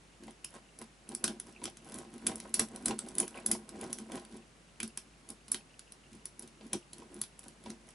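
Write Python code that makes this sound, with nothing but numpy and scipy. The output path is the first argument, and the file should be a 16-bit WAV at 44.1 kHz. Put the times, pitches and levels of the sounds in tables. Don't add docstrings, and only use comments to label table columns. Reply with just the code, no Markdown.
import sys
import numpy as np
from scipy import signal
from scipy.fft import rfft, irfft
from scipy.io import wavfile

SR = 44100
rng = np.random.default_rng(int(sys.argv[2]) if len(sys.argv) > 2 else 0)


def file_out(sig):
    cols = np.atleast_2d(sig).T
    lim = np.clip(cols, -1, 1)
    pcm = np.round(lim * 32767).astype(np.int16)
    wavfile.write(sys.argv[1], SR, pcm)


N = 350154

# start_s (moment of greatest strength), length_s, level_db, scuff_against_thud_db
STROKES = [(0.232, 0.03, -53.5, -19.5), (0.288, 0.015, -47, -13), (0.556, 0.022, -54, 1.5),
           (0.816, 0.018, -49, -4.5), (1.118, 0.024, -45, -8), (1.284, 0.042, -43, -7.5),
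           (1.486, 0.026, -50.5, -8.5), (1.647, 0.038, -45.5, -11), (1.866, 0.017, -59, 0),
           (1.978, 0.07, -47, -4.5), (2.147, 0.018, -46, -9), (2.297, 0.053, -41, -5.5),
           (2.456, 0.037, -49.5, -5), (2.605, 0.023, -35, -7.5), (2.754, 0.054, -49, -6),
           (2.896, 0.034, -35, -7), (3.072, 0.063, -49.5, -5), (3.209, 0.036, -37.5, -10.5),
           (3.375, 0.03, -50, 2), (3.521, 0.043, -40.5, -6.5), (3.83, 0.094, -45, -6),
           (4.004, 0.023, -45.5, -9), (4.151, 0.044, -43, -3.5), (4.349, 0.042, -49.5, -11),
           (4.84, 0.019, -44, -17), (5.306, 0.027, -53.5, -7.5), (5.545, 0.025, -50.5, -4.5),
           (6.153, 0.042, -55, -18), (6.428, 0.029, -52, -9), (6.649, 0.028, -50, -21),
           (6.749, 0.019, -40, -19), (7.002, 0.042, -52, -9), (7.153, 0.034, -47.5, -11),
           (7.463, 0.051, -58.5, -4.5), (7.685, 0.036, -47.5, -9.5), (7.883, 0.039, -62, -3)]
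# frequency_hz, width_hz, level_db
THUD_MODES = [(84.5, 55, -14), (139.8, 15.5, -8), (222, 21, 3.5), (351, 31.2, 2.5), (381.4, 82.5, -6)]
# frequency_hz, width_hz, level_db
SCUFF_MODES = [(520, 107, 3.5), (781.5, 75, 3.5), (997, 114, 0), (1500, 1660, -8.5)]
# frequency_hz, width_hz, level_db
METAL_MODES = [(1500, 830, -5.5), (2560, 1900, -10.5), (3350, 2300, -2.5), (5180, 27, -13),
               (5080, 2400, -11.5), (6120, 570, -13.5), (7170, 3200, -13), (8130, 1400, -7),
               (9450, 710, -7.5), (11200, 11, -59), (10190, 620, -3.5), (10490, 440, -5.5)]
REGISTER_HZ = [10000, 6000, 2600]
# start_s, level_db, snap_against_ping_db
CLICKS = [(0.4454, -24.5, -20), (0.7881, -34.5, -20), (0.8149, -39, -10.5), (1.0899, -28.5, -24),
          (1.149, -16, -29), (1.2411, -10, -12.5), (1.2784, -24, -10.5), (1.399, -22.5, -24.5),
          (1.6394, -25, -16.5), (1.6546, -31, -6), (1.77, -44, -2.5), (1.9204, -36, -16), (1.942, -28, -24),
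          (1.9856, -30, -18), (2.2668, -13, -20.5), (2.2706, -11.5, -25.5), (2.3566, -25.5, -35),
          (2.4009, -33, -11), (2.5413, -6.5, -26), (2.5944, -7.5, -17), (2.76, -28.5, -18),
          (2.858, -10, -25.5), (2.8817, -20.5, -13), (2.9897, -21, -17.5), (3.0862, -30.5, -20),
          (3.1522, -28, -25), (3.1827, -9, -33), (3.2003, -9.5, -30), (3.2787, -27.5, -17.5),
          (3.462, -9.5, -32), (3.5142, -4, -24.5), (3.691, -34.5, -12.5), (3.8115, -30, -17),
          (3.8396, -37, -8), (3.9287, -18, -21.5), (3.9855, -31, -14), (4.1187, -33.5, -13),
          (4.1556, -35, -14), (4.802, -28, -8), (4.8303, -22.5, -14), (4.877, -35, -23), (4.974, -24, -15),
          (5.2889, -32.5, -23), (5.3023, -28, -26), (5.481, -44, -4.5), (5.5175, -7.5, -32.5),
          (5.5445, -23, -9.5), (5.7929, -33, -15.5), (5.9212, -31.5, -22), (6.2552, -24, -21.5),
          (6.3937, -28.5, -28), (6.4228, -35, -21), (6.7313, -17, -12), (6.9318, -30.5, -17.5),
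          (7.1427, -36, -39), (7.215, -17, -22.5), (7.2372, -33, -16), (7.392, -32.5, -24),
          (7.4816, -35, -19), (7.7023, -35.5, -11.5)]
# frequency_hz, t60_s, level_against_direct_db, left_right_likeness (0 to 1)
ROOM = [(303.4, 0.064, -10, 0.81), (1170, 0.089, -1, 0.06), (4910, 0.14, -2, 0.43),
        (10540, 0.16, -11, 0.73)]


def from_db(db):
    return 10 ** (np.asarray(db) / 20)


def rms_one(x):
    return x / np.sqrt(np.mean(x ** 2) + 1e-20)


def unit_energy(x):
    return x / np.sqrt(np.sum(x ** 2, axis=-1, keepdims=True) + 1e-20)


def at_hz(points, hz):
    known_hz, *columns = np.transpose(points)
    return [np.interp(np.log(hz + 1), np.log(known_hz), column) for column in columns]


def resonate(x, hz, width_hz):
    radius = np.exp(-np.pi * width_hz / SR)
    zeros = np.array([1, 0, -1]) * (1 - radius * radius) / 2
    poles = [1, -2 * radius * np.cos(2 * np.pi * hz / SR), radius * radius]
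    return signal.lfilter(zeros, poles, x + 1e-18)


def body(force, modes):
    total = 0
    for k, (hz, width_hz, db) in enumerate(modes):
        total = total + (-1) ** k * from_db(db) * resonate(force, hz, width_hz)
    return total


def place(times, sounds):
    out = np.zeros(N + SR)
    for s, sound in zip(times, sounds):
        start = max(round(s * SR), 0)
        out[start:start + len(sound)] += sound
    return out[:N]


def diffuse_noise(size):
    alike = np.clip(at_hz(ROOM, np.fft.rfftfreq(size, 1 / SR))[-1], 0, 1)
    mid, side = rfft(rng.standard_normal((2, size)))
    return np.sqrt((1 + alike) / 2) * mid + np.sqrt((1 - alike) / 2) * side * [[1], [-1]]


def background(hiss_db=-60.5, whistle_hz=2750, whistle_db=-76, hum_hz=50.9, hum_db=-69.5):
    # frequency_hz, density_db_per_hz
    hiss_spectrum = [(22, -39), (50, -12), (100, -10), (145, -3.5), (500, -12.5), (1200, -16.5),
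                     (2200, -18), (4000, -22.5), (11000, -26.5)]
    colour_db, = at_hz(hiss_spectrum, np.fft.rfftfreq(N, 1 / SR))
    hiss = rms_one(irfft(diffuse_noise(N) * from_db(colour_db), N))

    flicker = resonate(rng.standard_normal(N), 12.5, 11.7) ** 2
    narrow_noise = resonate(resonate(rng.standard_normal(N), whistle_hz, 460), whistle_hz, 460)
    whistle = rms_one(flicker * narrow_noise)

    hum = rms_one(np.sin(2 * np.pi * hum_hz * np.arange(N) / SR))
    return from_db(hiss_db) * hiss + from_db(whistle_db) * whistle + from_db(hum_db) * hum


def swell(s, length_s, db, rise=0.99, fall=1):
    t = np.arange(0, N, 32) / SR - s
    return from_db(db) ** 2 * np.exp(-2 * abs(t / length_s / np.where(t < 0, rise, fall)))


def movements(rows):
    gain = np.sqrt(sum(swell(*row) for row in rows))
    return np.interp(np.linspace(0, 1, N), np.linspace(0, 1, len(gain)), gain)


def jerks(per_s):
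    happens = rng.random(N) < per_s / SR
    return happens * rng.choice([-1, 1], N) * rng.uniform(0.29, 1, N)


def driven(force, gain, modes):
    return body(force * gain, modes) / np.std(body(force, modes))


def rubbing(thuds_per_s=700, scuffs_per_s=220, thud_db=1.5, scuff_db=0.0,
            grit_db=-18, grit_hz=2200, grit_width_hz=2500):
    push = movements([(s, length_s, db) for s, length_s, db, bright_db in STROKES])
    slide = movements([(s, length_s, db + bright_db) for s, length_s, db, bright_db in STROKES])
    slips = jerks(scuffs_per_s)
    thud = from_db(thud_db) * driven(jerks(thuds_per_s), push, THUD_MODES)
    scuff = from_db(scuff_db) * driven(slips, slide, SCUFF_MODES)
    grit = from_db(grit_db) * push * rms_one(resonate(slips, grit_hz, grit_width_hz))
    return thud + scuff + grit


def scratches(per_s=450, spread_db=5, tilt_db=6.0):
    happens = rng.random(N) < per_s / SR
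    ticks = happens * from_db(spread_db * np.minimum(rng.exponential(1, N), 3))
    total = 0
    for hz, width_hz, db in METAL_MODES:
        level_db = db + tilt_db * np.log2(hz / REGISTER_HZ[1])
        total = total + from_db(level_db) * resonate(ticks * rng.standard_normal(N), hz, width_hz)
    return rms_one(total)


def scraping(full_scale_db=-31.5, follows=0.52):
    drag = movements([(s, length_s, full_scale_db + follows * (db + bright_db))
                      for s, length_s, db, bright_db in STROKES])
    return drag * scratches()


def brushed_pins(count=2, tick_db=-46, spread_db=2.5, tick_snap_db=-13.5, scatter=1.0):
    s, length_s, _, _ = np.repeat(STROKES, count, axis=0).T
    when, strength, colour = rng.standard_normal((len(s), 3)).T
    start_s = s + scatter * length_s * when
    return np.transpose([start_s, tick_db + spread_db * strength, tick_snap_db + spread_db * colour])


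def clicks(slip_s=0.00083, chatter_s=0.0012, rattle_s=0.014, rattle_db=-21, looseness=0.17,
           scatter_db=2.5, travel_s=0.0012, hit_db=12.5):
    s, db, dull_db = np.vstack([CLICKS, brushed_pins()]).T
    ping_db, snap_db, clack_db = db - 12.5, db + dull_db + 0.5, db + dull_db - 7.5

    lead_s = .004
    t = np.arange(SR // 8) / SR - lead_s
    loose_db = rattle_db + looseness * (clack_db - ping_db)
    rattle = from_db(loose_db)[:, None] * np.exp(-abs(t) / rattle_s)
    slip = np.exp(-abs(t) / slip_s)
    force = np.where(t < 0, slip, np.exp(-abs(t) / chatter_s) + rattle)
    hit = from_db(hit_db) * signal.unit_impulse(len(t), round(lead_s * SR))
    chatter = force * rng.standard_normal(force.shape) + hit

    registers = sorted(zip(REGISTER_HZ, *np.transpose([ping_db, snap_db, clack_db])))
    out = 0
    for hz, width_hz, mode_db in METAL_MODES:
        level_db = np.array(at_hz(registers, hz)) + mode_db + scatter_db * rng.standard_normal(len(s))
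        out = out + from_db(level_db)[:, None] * unit_energy(resonate(chatter, hz, width_hz))
    return place(s + travel_s - lead_s, out * np.sqrt(lead_s * SR))


def knocks(contact_s=0.005, edge_db=0.0, edge_hz=1750, edge_width_hz=1900):
    # start_s, peak_db
    knock_events = [(0.28, -41), (1.617, -44.5), (1.677, -37), (2.049, -49), (2.316, -36), (2.909, -27),
                    (3.229, -32), (3.374, -44), (3.549, -34.5), (4.176, -39), (6.61, -44.5), (6.733, -34),
                    (7.02, -47), (7.66, -38)]
    s, db = np.transpose(knock_events)
    t = np.arange(SR // 12) / SR
    judder = np.exp(-t / contact_s) * rng.standard_normal((len(s), len(t)))
    edge = unit_energy(resonate(judder, edge_hz, edge_width_hz))
    sound = unit_energy(body(judder, SCUFF_MODES)) + from_db(edge_db) * edge
    return place(s, from_db(db)[:, None] * sound / abs(sound).max(axis=1, keepdims=True))


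def squeaks(length_s=0.0012, width_hz=150):
    # start_s, pitch_hz, peak_db
    squeak_events = [(.445, 2750, -38), (.449, 5200, -39.5), (1.564, 2560, -43.5), (3.345, 2800, -44),
                     (3.376, 2430, -38.5), (4.803, 2400, -35)]
    t = np.arange(SR // 25) / SR
    middle_s = t.mean()
    offset = (t - middle_s) / length_s
    chirps = []
    for s, hz, db in squeak_events:
        pitch_hz = hz + width_hz * rng.standard_normal() * offset
        tone = np.sin(2 * np.pi * np.cumsum(pitch_hz) / SR)
        chirps.append(from_db(db) * np.exp(-offset ** 2) * tone)
    return place(np.array(squeak_events)[:, 0] - middle_s, chirps)


def recoil(level_db=-11.5):
    s, db, dull_db = np.transpose(CLICKS)
    thud = body(signal.unit_impulse(SR // 4), THUD_MODES)
    return place(s, from_db(db + dull_db + level_db)[:, None] * thud / abs(thud).max())


def room(x, build_s=0.0005):
    size = SR // 2
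    t, hz = np.arange(size) / SR, np.fft.rfftfreq(size, 1 / SR)
    noise, echo = diffuse_noise(size), 0
    edges_hz = np.geomspace(60, 13000, 15)
    for low, high in zip(edges_hz, edges_hz[1:]):
        t60_s, wet_db, _ = at_hz(ROOM, np.sqrt(low * high))
        fade = unit_energy(from_db(-60 * t / t60_s) * (1 - np.exp(-t / build_s)))
        band = irfft(noise * ((hz >= low) & (hz < high)), size)
        echo = echo + from_db(wet_db) * fade * band
    return signal.fftconvolve(x[None], echo, axes=1)[:, :N]


def scene(click_db=-2.0, left_db=-0.34):
    pick = from_db(click_db) * clicks() + scraping() + squeaks()
    lock = pick + recoil() + knocks() + rubbing()
    return (lock + room(lock)) * from_db([[left_db], [-left_db]]) + background()


def record(dry, ceiling=0.21, cutoff_hz=11230):
    size = SR // 200 * 2 + 1
    low_pass = signal.firwin(size, cutoff_hz, window="blackman", fs=SR)
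    rounded = ceiling * np.tanh(dry / ceiling)
    return signal.fftconvolve(rounded, low_pass[None], "same", axes=1)


dry = scene()
out = record(dry)
file_out(out)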